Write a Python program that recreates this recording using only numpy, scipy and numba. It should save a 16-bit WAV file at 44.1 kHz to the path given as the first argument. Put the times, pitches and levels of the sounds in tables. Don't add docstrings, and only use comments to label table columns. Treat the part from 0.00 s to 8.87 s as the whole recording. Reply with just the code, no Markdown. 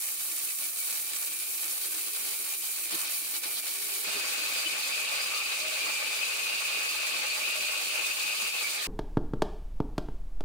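import sys
import numpy as np
from scipy import signal
from scipy.fft import rfft, irfft
from scipy.io import wavfile
from numba import njit

SR = 44100
rng = np.random.default_rng(int(sys.argv[2]) if len(sys.argv) > 2 else 0)


def master(y):
    cut = np.clip(np.atleast_2d(y).T, -1, 1)
    pcm = np.round(cut * 32767)
    wavfile.write(sys.argv[1], SR, pcm.astype(np.int16))


N = 391166

TIME = np.arange(N) / SR
SIZE = 16384
FREQ = np.maximum(np.arange(SIZE // 2 + 1) * SR / SIZE, 1)
GRIT_FROM_S = 4.043
DRUM_HZ, SING_LO_HZ, SING_HI_HZ, CRACKLE_HZ, LID_HZ = 450, 2150, 3100, 5200, 9900


def undb(db):
    return 10 ** (np.asarray(db) / 20)


def unit(x):
    return x / np.sqrt(np.mean(x.mean(axis=0) ** 2))


def curves(table):
    s, *columns = np.transpose(table)
    return [np.interp(TIME, s, column) for column in columns]


def over_freq(hz, values):
    return np.interp(np.log(FREQ), np.log(hz), values)


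def walk(rate):
    hz = np.arange(N // 2 + 1) * SR / N
    shape = (hz / rate) / (1 + (hz / rate) ** 2) ** 2
    x = irfft(rfft(rng.standard_normal(N)) * shape, N)
    return x / x.std()


def humps(table):
    total_db = 0
    for s, length, db in table:
        phase = np.pi * np.clip((TIME - s) / length, -.5, .5)
        total_db = total_db + db * np.cos(phase) ** 2
    return total_db


def zone(lo_hz, hi_hz):
    above_lo = 1 / (1 + (lo_hz / FREQ) ** 16)
    below_hi = 1 / (1 + (FREQ / hi_hz) ** 16)
    return np.sqrt(above_lo * below_hi)


# f/Hz, level with kernels/dB, level with grit/dB
COLOUR = [(30.2, -45, -43), (102, -34, -34.5), (191, -30, -24), (495, -18, -12), (1020, -19.5, -13.5),
          (1580, -13.5, -7.5), (1800, -14, -9.5), (2520, -14, -6.5), (3220, -16, -3), (4710, -10.5, -3),
          (5120, -12, -8), (9500, -3, -7), (10070, -4, -12), (15500, -3.5, -14.5)]
# f/Hz, width/Hz, lift with kernels/dB, lift with grit/dB
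MODES = [(200.5, 60, 10.5, 6.5), (324.5, 56, 11.5, 5), (406, 17, 10, 10), (617, 31, 3.5, 7.5),
         (554, 41, 1, 1), (686, 31, 4.5, 0.5), (855, 31, 6, 4.5), (1123, 55, 8, 8.5), (1239, 13, 6.5, 10),
         (1636, 120, -0.5, 1.5), (1970, 29, 4, 6), (2158, 55, 7.5, 8), (2304, 69, 9.5, 12),
         (2376, 50, 4, 3), (2516, 55, 2, 3.5), (2574, 156, 6.5, 8.5), (2785, 56, 4, 9.5), (2987, 42, 8, 8),
         (3140, 110, 7.5, 5.5), (3597, 21, -1, 8), (3840, 74, 4.5, 2.5), (4360, 14, 10, 12),
         (4800, 14, -4, 13), (9370, 860, 4, 0.5)]


def pot_gain(load):
    colour = np.transpose(COLOUR)
    db = over_freq(colour[0], colour[1 + load])
    for hz, width, *lift in MODES:
        db = db + lift[load] / (1 + (2 * (FREQ - hz) / width) ** 2)
    return undb(db)


def ring(x, gain):
    cepstrum = irfft(np.log(gain / gain.max() + 1e-5))
    cepstrum[1:SIZE // 2] *= 2
    cepstrum[SIZE // 2 + 1:] = 0
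    response = irfft(np.exp(rfft(cepstrum)))
    return signal.oaconvolve(x, response)[:N]


def hail(rate, scatter_db, force_db, t60, direct=0., lag_s=.0007):
    hit = rng.random(N) < rate / SR
    scatter = np.clip(rng.standard_normal(N), -2, 2)
    size = hit * undb(force_db + scatter_db * scatter)
    keep = np.exp(-np.log(10 ** 6) / (t60 * SR))
    energy = signal.lfilter([1 - keep], [1, -keep], size ** 2 + 1e-18)
    bursts = np.sqrt(energy) * rng.standard_normal((2, N))
    clicks = size * rng.choice([-1, 1], N)
    return bursts + direct * np.array([clicks, np.roll(clicks, int(lag_s * SR))])


# f/Hz, left minus right level/dB
LEAN = [(100, 3.5), (300, 3), (600, 3), (1100, 0.3), (2500, 1), (4500, -0.5), (12000, -1.5)]


def radiate(impacts, gain):
    lean_db = over_freq(*np.transpose(LEAN))
    ears = [gain * undb(sign * lean_db / 2) for sign in (1, -1)]
    return unit(np.array([g.max() * ring(x, g) for x, g in zip(impacts, ears)]))


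@njit
def band(x, hz, width):
    y, b, l = np.empty(len(x)), 0., 0.
    for i in range(len(x)):
        g, k = np.tan(np.pi * hz[i] / SR), width / hz[i]
        v = (b + g * (x[i] - l)) / (1 + g * (g + k))
        b, l, y[i] = 2 * v - b, l + 2 * g * v, k * v
    return y


def wander(x, centre_hz, width_hz, spread=.03, rate=14):
    hz = centre_hz * (1 + spread * walk(rate))
    return unit(np.array([band(ear, hz, float(width_hz)) for ear in x]))


def waver(x, depth_s=0.00013, rate=6):
    when = TIME + depth_s * walk(rate)
    return np.array([np.interp(when, TIME, ear) for ear in x])


# t/s, length/s, rise in level/dB
SURGES = [(.34, 0.058, 2), (.92, 0.18, 2), (1.13, 0.05, 2), (1.225, .06, 1.5), (1.63, 0.065, 2),
          (1.72, 0.098, 2), (1.85, 0.065, 1.5), (1.95, 0.048, 2), (2.08, .04, 0.5), (2.17, .05, 2),
          (2.28, 0.29, 1), (2.55, 0.055, 3), (2.94, 0.1, 4), (3.03, 0.23, 3), (3.125, 0.078, 1),
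          (3.355, 0.077, 2.5), (3.46, 0.11, 2.5), (3.588, 0.048, 3), (3.68, .06, 2.5), (3.94, .16, 1),
          (4.57, 0.13, 1), (5.14, 0.16, 3.5), (5.88, 0.12, 2.5), (7.16, 0.19, 2.5), (7.38, 0.076, 4.5),
          (8.07, .08, 1.5)]
# t/s, length/s, change in level/dB
LULLS = [(.165, 0.08, -3), (.56, 0.08, -3.5), (.735, 0.15, -3.2), (1.07, 0.1, -2.5), (1.18, 0.034, -0.5),
         (1.3, 0.049, -4), (1.38, 0.06, -3.5), (1.46, 0.054, -3.5), (1.59, 0.042, -1.5), (1.8, .04, -2),
         (1.895, 0.035, -3), (2.05, 0.051, -1.5), (2.118, 0.059, -4), (2.585, 0.13, -5), (2.72, 0.25, -2),
         (3.22, 0.17, -1.5), (3.405, .06, -5), (3.618, 0.049, -5), (3.835, 0.04, -1), (5.44, 0.065, -2),
         (8.14, 0.098, -1), (8.52, .12, -4)]


def flow():
    return humps(SURGES) + humps(LULLS)


# t/s, length/s, rise in level/dB
BURSTS = [(4.95, 0.076, 2.5), (6.23, 0.062, 4.5), (6.75, 0.065, 2), (7.47, 0.14, 2.5), (8, 0.22, 1.5)]
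# t/s, length/s, change in level/dB
BREAKS = [(4.31, 0.051, -5), (4.5, 0.066, -4), (4.885, 0.042, -9), (7.38, 0.048, -11), (7.84, .1, -4),
          (8.15, 0.063, -8), (8.72, .1, -5), (8.83, 0.15, -5)]


def contact():
    return humps(BURSTS) + humps(BREAKS)


RIPPLE_HZ = 100
WHINE_WOBBLE_HZ, WHINE_ROUGH = 3.5, 0.3
WHINE_FLUTTER_DB, WHINE_FLUTTER_RATE = 2.5, 6
WHINE_CONTACT_SHARE = 0.54
# t/s, f/Hz, tone level/dB, lower side tone level/dB (before flutter and contact)
WHINE = [(0, 2310, -59, -70), (.5, 2312, -58.5, -72), (.82, 2360, -58, -72), (1.22, 2360, -50, -58),
         (1.7, 2433, -55, -57), (2, 2364, -55, -64), (2.5, 2383, -52, -60), (2.8, 2370, -52, -64),
         (3.08, 2410, -53, -62), (3.3, 2387, -52, -53), (3.95, 2376, -50, -57), (4.03, 2384, -55, -56),
         (4.06, 2500, -41, -47), (4.4, 2500, -43, -53), (4.6, 2452, -46, -51), (4.95, 2437, -45, -44),
         (5.3, 2456, -47, -49), (5.45, 2473, -44, -48), (5.8, 2493, -43, -41), (6.07, 2472, -47, -38),
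         (6.32, 2495, -40, -52), (6.75, 2483, -38, -49), (6.93, 2480, -41, -48), (7.36, 2486, -45, -42),
         (7.45, 2483, -39, -42), (7.68, 2482, -37, -53), (7.92, 2475, -39.5, -48), (8.3, 2505, -40, -46),
         (8.48, 2494, -42.5, -45), (8.6, 2476, -50, -50)]
# distance from the tone/ripple steps, level re the tone/dB
SIDE_TONES = [(1, -12.5), (2, -15), (3, -7)]


def motor():
    pitch_hz, tone_db, lower_db = curves(WHINE)
    pitch_hz = pitch_hz + WHINE_WOBBLE_HZ * walk(12.2)
    tones = [(0, tone_db), (-1, lower_db)]
    tones += [(step, tone_db + db) for step, db in SIDE_TONES]
    out = 0
    for step, db in tones:
        phase = 2 * np.pi * np.cumsum(pitch_hz + round(step) * RIPPLE_HZ) / SR
        paths = []
        for _ in range(2):
            rough = walk(7.5) + 1j * walk(11)
            paths.append(np.exp(0.7j * walk(1.0)) + WHINE_ROUGH * rough)
        out = out + undb(db) * np.real(np.array(paths) * np.exp(1j * phase))
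    flutter_db = WHINE_FLUTTER_DB * np.clip(walk(WHINE_FLUTTER_RATE), -2, 1)
    return out * undb(WHINE_CONTACT_SHARE * contact() + flutter_db)


WALL_DB, WALL_DB_PER_S = -47.5, 0.84
CRACKLE_DB, CRACKLE_DB_PER_S = -34, -0.25
CRACKLE_LULL_SHARE, CRACKLE_SURGE_SHARE = 0.81, 0.34
WALL_FLOW_SHARE = 0.5
WHIRL_DB, WHIRL_RATE = 0.5, 11
RING_HZ, RING_HZ_PER_S = 2500, 20
# t/s, length/s, change in level/dB
CRACKLE_CHANGES = [(.56, .1, 1.5), (.79, .06, 2), (1.12, 0.08, -3), (2.44, 0.068, -1), (2.59, 0.069, 3.5),
                   (2.7, 0.2, 2), (2.895, 0.087, -4), (3.07, 0.089, -3.5), (3.17, 0.17, 2.5),
                   (3.44, 0.083, -3.5), (3.775, .04, -3)]


def kernels():
    wall_db = WALL_DB + WALL_DB_PER_S * TIME + flow() + WHIRL_DB * walk(WHIRL_RATE)
    crackle_db = CRACKLE_DB + CRACKLE_DB_PER_S * TIME + humps(CRACKLE_CHANGES)
    crackle_db += CRACKLE_LULL_SHARE * humps(LULLS) + CRACKLE_SURGE_SHARE * humps(SURGES)
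    pot = pot_gain(0)

    blows = hail(rate=2000, scatter_db=1, force_db=1. * walk(26), t60=0.07, direct=0.35)
    blows = radiate(blows, pot * zone(DRUM_HZ, SING_LO_HZ))
    blows *= undb(wall_db - 7.5 + WALL_FLOW_SHARE * flow())

    rings = hail(rate=1300, scatter_db=1.0, force_db=1.8 * walk(10), t60=0.012, direct=0.46)
    rings = waver(radiate(rings, pot * zone(SING_LO_HZ, SING_HI_HZ)))
    rings = wander(rings, RING_HZ + RING_HZ_PER_S * TIME, width_hz=290, spread=0.043)
    rings *= undb(wall_db - 7.5)

    ticks = hail(rate=4600, scatter_db=-2.5, force_db=1.3 * walk(9.7), t60=0.11, direct=0.42)
    ticks = waver(radiate(ticks, pot * zone(SING_HI_HZ, CRACKLE_HZ)), depth_s=.0001)
    ticks *= undb(wall_db - 0.5)

    cracks = hail(rate=7000, scatter_db=3, force_db=.35 * walk(22), t60=.02)
    cracks = radiate(cracks, pot * zone(CRACKLE_HZ, SR)) * undb(crackle_db)
    return drum(pot) + hard_hits(pot) + blows + rings + ticks + cracks


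DRUM_DB, DRUM_DB_PER_S, DRUM_GRIT_DB = -66, 0.55, -60.5
DRUM_SURGE_SHARE = 0.64
# t/s, length/s, rise in level/dB
THUDS = [(.72, .07, 3), (.89, .07, 0), (1.33, 0.052, 2), (2.26, .08, 7), (2.94, 0.11, 13), (3.5, .07, 1),
         (4.08, 0.057, 5), (4.17, 0.077, 9), (4.36, 0.69, 4.5), (5.89, .07, 2), (6.46, 0.078, 3),
         (6.77, .08, 6), (7.43, .07, 7)]


def drum(pot):
    usual_db = np.where(TIME < GRIT_FROM_S, DRUM_DB + DRUM_DB_PER_S * TIME, DRUM_GRIT_DB)
    level_db = usual_db + DRUM_SURGE_SHARE * flow() + humps(THUDS)
    thuds = hail(rate=1500, scatter_db=3.0, force_db=2.0 * walk(7.0), t60=0.0087, direct=0.49)
    return radiate(thuds, pot * zone(8.3, DRUM_HZ)) * undb(level_db)


HARD_HIT_DB, HARD_HITS_PER_S = -46.5, 100


def hard_hits(pot):
    hits = hail(rate=HARD_HITS_PER_S, scatter_db=1.5, force_db=0, t60=0.02, direct=0.06)
    return radiate(hits, pot * zone(1005, 8430)) * undb(HARD_HIT_DB + flow())


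# t/s, f/Hz, nominal width/Hz, rms level before the fade/dB, length/s
SWELLS = [(0.332, 324, 40, -63, .08), (0.636, 2314, 18, -50, .09), (0.815, 2300, 28, -46, 0.089),
          (1.97, 316, 31, -56.5, .12), (2.08, 2600, 40, -52, 0.27), (2.25, 408, 21, -63.5, 1.9),
          (3, 2540, 58, -54, 0.2), (3, 1186, 290, -55, 0.29), (3.369, 329.6, 54, -63, .12),
          (4.301, 1620, 410, -51, 0.84), (3.968, 404, 29, -54.5, 0.72), (4.432, 4280, 70, -42, 0.05),
          (4.594, 4730, 500, -41, .14), (4.668, 2992, 16, -35.5, 0.052), (4.669, 325.6, 41, -52, 0.053),
          (5.221, 4820, 420, -42, 0.11), (5.377, 1190, 140, -45.5, 0.11), (5.4, 1170, 130, -53, 1.1),
          (5.696, 624, 15, -50, 0.36), (5.877, 1190, 290, -46, 0.12), (7.3, 4440, 75, -37, 0.055),
          (7.699, 614, 28, -58, 1.49), (8.654, 2295, 52, -39, 0.081), (8.84, 1786, 320, -46, 0.18)]


def swells():
    out = np.zeros((2, N))
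    for s, hz, width, db, length in SWELLS:
        near = np.flatnonzero(np.abs(TIME - s) < length / 2)
        noise = rng.standard_normal((2, 2 * SR))
        for _ in range(2):
            noise = np.array([band(ear, np.full(len(ear), float(hz)), 1.25 * width) for ear in noise])
        shape = np.cos(np.pi * (TIME[near] - s) / length) ** 2
        out[:, near] += undb(db) * shape * unit(noise[:, -len(near):])
    return out


GRIT_WALL_DB, HISS_DB, HISS_TILT_DB = -45.5, -38, -1.63
HISS_LULL_SHARE = 0.46
HISS_PER_SING = -0.14
# t/s, tilt (0 to 1)
TILT = [(4.05, 0.15), (4.45, 0), (4.75, 0.57), (5.6, 0.8), (6.6, 0.86), (7.3, 0.85), (7.85, 0.47),
        (8.45, 0.47), (8.87, 0.91)]


def grit():
    tilt, = curves(TILT)
    wall_db = GRIT_WALL_DB + flow()
    hiss_db = HISS_DB + HISS_TILT_DB * tilt + HISS_LULL_SHARE * humps(LULLS)
    hiss_db += HISS_PER_SING * contact()
    pot, gusts = pot_gain(1), walk(15.0)

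    blows = hail(rate=2500, scatter_db=3.0, force_db=1.23 * walk(12.0), t60=0.014, direct=0.13)
    blows = waver(radiate(blows, pot * zone(DRUM_HZ, SING_LO_HZ)), depth_s=0.00034)
    blows *= undb(wall_db + 1.5)

    scrapes = hail(rate=5600, scatter_db=6.5, force_db=0.88 * walk(13.0), t60=0.055)
    scrapes = waver(radiate(scrapes, pot * zone(SING_HI_HZ, CRACKLE_HZ)), depth_s=.00012)
    scrapes *= undb((wall_db + hiss_db) / 2 + 0.98 * tilt)

    meal = hail(rate=41000, scatter_db=8.0, force_db=0.95 * gusts, t60=0.024)
    meal = radiate(meal, pot * zone(CRACKLE_HZ, LID_HZ)) * undb(hiss_db - 2.0)

    dust = hail(rate=9000, scatter_db=8.0, force_db=0.83 * gusts, t60=0.022)
    dust = radiate(dust, pot * zone(LID_HZ, SR)) * undb(hiss_db - 2.0 - 2.0 * tilt)
    return drum(pot) + singing(pot) + clatter(pot) + blows + scrapes + meal + dust


SING_DB, SING_START_DB, SING_BUILD_S = -38.5, -4.5, 0.44
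SING_PAN_DB, SING_PAN_TILT_DB = 1, -2.5
# t/s, f/Hz
SONG = [(4.15, 2530), (4.7, 2490), (5.1, 2560), (5.7, 2551), (6.09, 2480), (6.4, 2575), (7.2, 2534),
        (7.7, 2622), (8.58, 2570), (8.66, 2340), (8.86, 2540)]


def singing(pot):
    age = np.maximum(TIME - GRIT_FROM_S, 0)
    sing_db = SING_DB + SING_START_DB * np.exp(-age / SING_BUILD_S) + contact()
    centre_hz, = curves(SONG)
    pan_db = SING_PAN_DB + SING_PAN_TILT_DB * curves(TILT)[0]
    strikes = hail(rate=3400, scatter_db=0.0, force_db=.5 * walk(26), t60=0.019, direct=0.24)
    steel = waver(radiate(strikes, pot * zone(SING_LO_HZ, SING_HI_HZ)), depth_s=.0001)
    song = wander(steel, centre_hz, width_hz=270, spread=0.019)
    return song * undb(sing_db + np.array([pan_db, -pan_db]) / 2)


CLATTER_DB, CLATTER_HZ = -47, 4640


def clatter(pot):
    skips = hail(rate=700, scatter_db=4, force_db=1.4 * walk(17), t60=0.029, direct=0.19)
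    steel = radiate(skips, pot * zone(SING_HI_HZ, CRACKLE_HZ))
    return wander(steel, CLATTER_HZ, width_hz=770, spread=0.054) * undb(CLATTER_DB + flow())


# t/s, level before onset and decay/dB
BUMPS = [(4.072, -48), (8.425, -50)]


def knocks():
    out = np.zeros(N)
    for s, db in BUMPS:
        age = np.maximum(TIME - s, 0)
        soft_push = 1 - np.exp(-age / 0.0019)
        decay_db = -60 * age / 0.15
        out += soft_push * undb(db + decay_db) * np.sin(2 * np.pi * MODES[0][0] * age)
    return out


def room(x, wet_db=-10, t60=0.081):
    t = np.arange(SIZE) / SR
    tail = rng.standard_normal((2, SIZE)) * np.exp(-np.log(1000) * t / t60)
    tail /= np.linalg.norm(tail, axis=1, keepdims=True)
    return x + undb(wet_db) * signal.oaconvolve(x, tail, axes=1)[:, :N]


def scene():
    milled = np.clip((TIME - GRIT_FROM_S) / 0.0038 + .5, 0, 1)
    load = np.sqrt(1 - milled) * kernels() + np.sqrt(milled) * grit()
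    return room(load + motor() + swells() + knocks())


TOP_HZ = 15700


def record(dry):
    low_pass = signal.ellip(12, .1, 90, TOP_HZ, fs=SR, output="sos")
    return signal.sosfilt(low_pass, dry)


dry = scene()
out = record(dry)
master(out)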